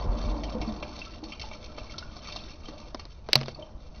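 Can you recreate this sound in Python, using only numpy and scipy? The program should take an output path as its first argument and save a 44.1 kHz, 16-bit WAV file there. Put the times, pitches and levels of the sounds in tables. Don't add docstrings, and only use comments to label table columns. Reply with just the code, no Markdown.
import sys
import numpy as np
from scipy import signal
from scipy.fft import rfft, irfft
from scipy.io import wavfile
from scipy.ndimage import uniform_filter1d

SR = 44100
rng = np.random.default_rng(int(sys.argv[2]) if len(sys.argv) > 2 else 0)


def transcribe(u):
    v = np.clip(np.atleast_2d(u).T, -1, 1)
    q = np.round(v * 32767).astype(np.int16)
    wavfile.write(sys.argv[1], SR, q)


N = 176400
T = np.arange(N) / SR

# (time [s], level [dB])
TRICKLE_ENVELOPE = [(0, -61), (.4, -56), (1.05, -54), (1.18, -55.5), (1.38, -54.5), (1.7, -58.5),
                    (2.42, -53.5), (2.6, -55.5), (3.2, -65.5), (3.55, -60.5), (3.85, -67.5), (3.95, -58.5)]
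# (frequency [Hz], gain [dB])
TRICKLE_EQ = [(400, -17.5), (1300, 2), (1900, -5), (2450, 2.5), (3000, -2.5), (4300, 2), (5600, -0.5),
              (6500, -9)]
# (time [s], body level [dB], middle level [dB], spray level [dB])
SPLASH_HITS = [(.435, -51.5, -49.5, -51.5), (0.614, -50, -50, -50.5), (0.826, -41.5, -48, -56),
               (0.99, -53.5, -61, -53), (1.237, -55, -62.5, -56), (1.321, -68, -48.5, -59),
               (1.396, -65, -53, -52), (1.414, -55, -52, -49.5), (1.513, -49, -58.5, -75),
               (1.781, -44, -57, -58.5), (1.981, -52, -59.5, -46), (2.165, -51, -69, -59),
               (2.286, -50, -55, -60.5), (2.323, -56, -56.5, -51), (2.361, -43.5, -65, -47),
               (2.684, -47.5, -66.5, -59.5), (2.995, -49.5, -59, -56.5)]
# (low edge [Hz], high edge [Hz])
SPLASH_BANDS = [(330, 1230), (2100, 3070), (3700, 5300)]
# (time [s], pitch [Hz], level [dB])
SOLO_BUBBLES = [(0.546, 213, -32), (.552, 497, -30), (0.621, 301, -33), (.675, 220, -30),
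                (1.016, 2620, -34.5), (1.228, 313, -34.5), (1.231, 810, -39.5), (1.439, 859, -33.5),
                (1.942, 1356, -37.5), (2.026, 1427, -35.5), (2.657, 3140, -47), (2.687, 308, -41),
                (2.735, 597, -42), (3.546, 4410, -45.5), (3.59, 607, -38.5), (3.624, 3035, -43)]
# (time [s], level [dB])
CHURN_ENVELOPE = [(0, -39), (.4, -41), (.52, -43.5), (.58, -40), (.8, -45), (1.1, -53), (2.3, -53),
                  (2.6, -57.5), (2.72, -52.5), (2.88, -55), (3.05, -65.5), (3.5, -57), (3.6, -49.5),
                  (3.75, -58.5)]
# (frequency [Hz], gain [dB])
CHURN_EQ = [(90, -12.5), (300, -2.5), (420, -5.5), (650, -1.5), (950, 1), (1400, -10.5), (1900, -18),
            (4000, -52.5)]
# (time [s], level [dB])
GURGLE_ENVELOPE = [(0, -34.5), (.11, -22), (.18, -34.5), (.3, -25), (.37, -35), (.55, -36.5), (.66, -34.5),
                   (.78, -45), (1.3, -68)]
# (time [s], body level [dB], middle level [dB], edge level [dB])
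KNOCK_HITS = [(2.946, -37.5, -56, -45.5), (3.053, -52.5, -64, -52), (3.288, -37, -60.5, -51.5),
              (3.3312, -34.5, -25, -21), (3.355, -28, -25, -18.5), (3.412, -40, -47.5, -45),
              (3.432, -47.5, -47, -54), (3.459, -51.5, -65, -52), (3.482, -38.5, -48, -49)]
# (low edge [Hz], high edge [Hz])
KNOCK_BANDS = [(230, 890), (1900, 3350), (3700, 5090)]
# (frequency [Hz], level [dB], time to fall 60 dB [s])
CASE_MODES = [(134, -22.5, 0.35), (226.8, -32.5, 0.39), (628, -33.5, 0.25)]
# (time [s], level [dB])
GRIP_BUMPS = [(1.434, -32), (1.65, -31.5), (1.814, -30), (2.087, -32.5), (2.336, -33.5), (2.465, -31.5),
              (3.749, -34)]
# (frequency [Hz], width [Hz], gain [dB])
BOWL_MODES = [(223.8, 14, 5), (299.8, 14, 1.5), (516, 15, 3), (600, 27, 6), (4410, 52, 1.5),
              (5370, 120, -2.5)]
# (frequency [Hz], gain [dB])
RUMBLE_EQ = [(40, 0), (85, -1.5), (110, -12), (145, -8.5), (220, -25.5), (700, -27), (2000, -43.5)]

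SPURT_S, SPURT_SPREAD_DB = 0.054, 4
SPLASH_DECAY_S, DROPLET_SCATTER_S, DROPLET_BOOST_DB = 0.0052, 0.017, 1
BUBBLE_CYCLES, BUBBLE_RISE = 7.75, 0.016
TRAP_HZ, TRAP_WIDTH_HZ = 46.3, 28
KNOCK_DECAYS_S = (0.006, 0.0026, 0.0026)
PING_HZ, PING_BOOST_DB, PING_DECAY_S = 4160, 6, 0.0014
THUMP_AT_S, BUMP_HZ, BUMP_DECAY_S = 3.356, 51.3, 0.015
SCUFF_AT_S, SCUFF_WIDTH_S, SCUFF_LAYER_DB = 3.375, 0.041, -47.5
SCATTER_DECAY_S, SCATTER_DB, ROOM_T60_S, ROOM_DB, RUMBLE_DB = 0.004775, 4, 0.37, -5.5, -45
MIC_TOP_HZ, OVERLOAD, TOP_HZ = 6236, .68, 16500


def undb(db):
    return 10 ** (np.asarray(db) / 20)


def unit(x):
    return x / np.sqrt(np.mean(x ** 2) + 1e-20)


def envelope(points):
    return undb(np.interp(T, *np.array(points).T))


def add(out, at, x):
    i = max(int(at * SR), 0)
    out[i:i + len(x)] += x[:max(N - i, 0)]


def band(x, lo_hz, hi_hz, order=2):
    return signal.sosfilt(signal.butter(order, [lo_hz, hi_hz], "band", fs=SR, output="sos"), x)


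def eq(x, points):
    hz, db = np.array(points).T
    gain = undb(np.interp(np.log(np.fft.rfftfreq(N, 1 / SR) + 1), np.log(hz), db))
    cepstrum = irfft(np.log(gain), N)
    cepstrum[1:N // 2] *= 2
    cepstrum[N // 2 + 1:] = 0
    return irfft(rfft(x) * np.exp(rfft(cepstrum)), N)


def bubble(hz, cycles, rise):
    age = T[:int(5 * cycles / hz * SR)] * hz / cycles
    return np.sin(2 * np.pi * cycles * (age + rise * age ** 2 / 2)) * np.exp(-age)


def bubble_cloud(count, lo_hz, hi_hz, cycles, rise, spread_db):
    out = np.zeros(N)
    for when, size, strength, life in rng.random((count, 4)):
        ring = bubble(lo_hz * (hi_hz / lo_hz) ** size, cycles * (.5 + life), rise)
        add(out, when * N / SR, undb(spread_db * strength ** 2) * ring)
    return unit(out)


def ticks(count, spread_db):
    out = np.zeros(N)
    when, strength, sign = rng.random((count, 3)).T
    out[(when * N).astype(int)] = np.sign(sign - .5) * undb(spread_db * strength ** 4)
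    return unit(out)


def impact(levels, decays, bands, grain=0, snap=0):
    t = T[:SR // 8]
    out = np.zeros(len(t))
    for db, decay, edges in zip(levels, decays, bands):
        noise, roughness = rng.standard_normal((2, len(t)))
        tail = noise * np.exp(grain * roughness - t / decay)
        hit = band(snap * (t == 0) + tail, *edges)
        out += undb(db) * hit / np.sqrt(np.sum(hit ** 2) / (.025 * SR))
    return out


def trickle():
    hold = int(SR * SPURT_S)
    steps = np.repeat(rng.standard_normal(N // hold + 1), hold)
    spurts = unit(uniform_filter1d(steps, hold // 2)[:N])
    patter = ticks(count=2200, spread_db=15)
    plinks = bubble_cloud(count=900, lo_hz=1115, hi_hz=5788, cycles=9.8, rise=BUBBLE_RISE,
                          spread_db=11.5)
    water = (patter + undb(-7) * plinks) * undb(SPURT_SPREAD_DB * spurts)
    return unit(eq(water, TRICKLE_EQ)) * envelope(TRICKLE_ENVELOPE)


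def splashes():
    out = np.zeros(N)
    for at, *levels in SPLASH_HITS:
        add(out, at, impact(levels, [SPLASH_DECAY_S] * 3, SPLASH_BANDS, grain=0.58, snap=6.6))
        for db, (lo, hi) in zip(levels[1:], SPLASH_BANDS[1:]):
            for delay, size in rng.random((3, 2)):
                droplet = bubble(lo * (hi / lo) ** size, cycles=14, rise=0.066)
                add(out, at + delay * DROPLET_SCATTER_S, undb(db + DROPLET_BOOST_DB) * droplet)
    for at, hz, db in SOLO_BUBBLES:
        add(out, at, undb(db) * bubble(hz, BUBBLE_CYCLES * np.sqrt(hz / 1000), BUBBLE_RISE))
    return out


def pool_churn():
    cloud = bubble_cloud(count=3000, lo_hz=130.4, hi_hz=1965, cycles=5.17, rise=0.038, spread_db=12.5)
    wash = undb(4.5) * ticks(count=5000, spread_db=6.5)
    return unit(eq(cloud + wash, CHURN_EQ)) * envelope(CHURN_ENVELOPE)


def trap_gurgle():
    air = bubble_cloud(count=400, lo_hz=46, hi_hz=160, cycles=0.64, rise=0.053, spread_db=0.5)
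    column = band(air, TRAP_HZ - TRAP_WIDTH_HZ / 2, TRAP_HZ + TRAP_WIDTH_HZ / 2)
    throb = unit(np.cos(np.angle(signal.hilbert(column))))
    return unit(throb + undb(-4.5) * (air - air.mean())) * envelope(GURGLE_ENVELOPE)


def camera_knocks():
    out = np.zeros(N)
    ping = np.sin(2 * np.pi * PING_HZ * T) * np.exp(-T / PING_DECAY_S)
    for at, body, middle, edge in KNOCK_HITS:
        add(out, at, impact((body, middle, edge), KNOCK_DECAYS_S, KNOCK_BANDS, snap=5.5))
        add(out, at, undb(edge + PING_BOOST_DB) * ping)
    for hz, db, t60 in CASE_MODES:
        add(out, THUMP_AT_S, undb(db - 60 * T / t60) * np.sin(2 * np.pi * hz * T))
    t = T[:SR // 4]
    bump = -np.sin(2 * np.pi * BUMP_HZ * t) * np.exp(-t / BUMP_DECAY_S)
    for at, db in GRIP_BUMPS:
        add(out, at, undb(db) * bump)
    return out


def grip_scuff():
    rub = unit(band(ticks(count=900, spread_db=8.5), lo_hz=430, hi_hz=4700))
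    swell = np.exp(-((T - SCUFF_AT_S) / SCUFF_WIDTH_S) ** 2 / 2)
    return undb(SCUFF_LAYER_DB) * rub * swell


def bathroom(x):
    rung = x + sum(undb(db) * band(x, hz - width / 2, hz + width / 2, order=1)
                   for hz, width, db in BOWL_MODES)
    t = T[:SR // 2]
    early, late = rng.standard_normal((2, len(t)))
    scatter = band(unit(early * np.exp(-t / SCATTER_DECAY_S)), SPLASH_BANDS[1][0], TOP_HZ)
    tail = unit(late * undb(-60 * t / ROOM_T60_S) * (t > SCATTER_DECAY_S))
    reflections = undb(SCATTER_DB) * scatter + undb(ROOM_DB) * tail
    return rung + signal.fftconvolve(rung, reflections)[:N] / np.sqrt(len(t))


def room_rumble():
    return undb(RUMBLE_DB) * unit(eq(rng.standard_normal(N), RUMBLE_EQ))


def scene():
    water = bathroom(pool_churn() + trickle() + splashes())
    rumble = room_rumble()
    handling = camera_knocks() + grip_scuff() + grip_scuff()
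    return (water + trap_gurgle() + rumble + handling + undb(-26.5) * bathroom(handling))[None]


def record(dry):
    mic_lowpass = signal.cheby1(12, .3, MIC_TOP_HZ, fs=SR, output="sos")
    output_lowpass = signal.ellip(8, .2, 70, TOP_HZ, fs=SR, output="sos")
    overloaded = np.clip(signal.sosfilt(mic_lowpass, dry), -OVERLOAD, OVERLOAD)
    return signal.sosfilt(output_lowpass, overloaded)


dry = scene()
out = record(dry)
transcribe(out)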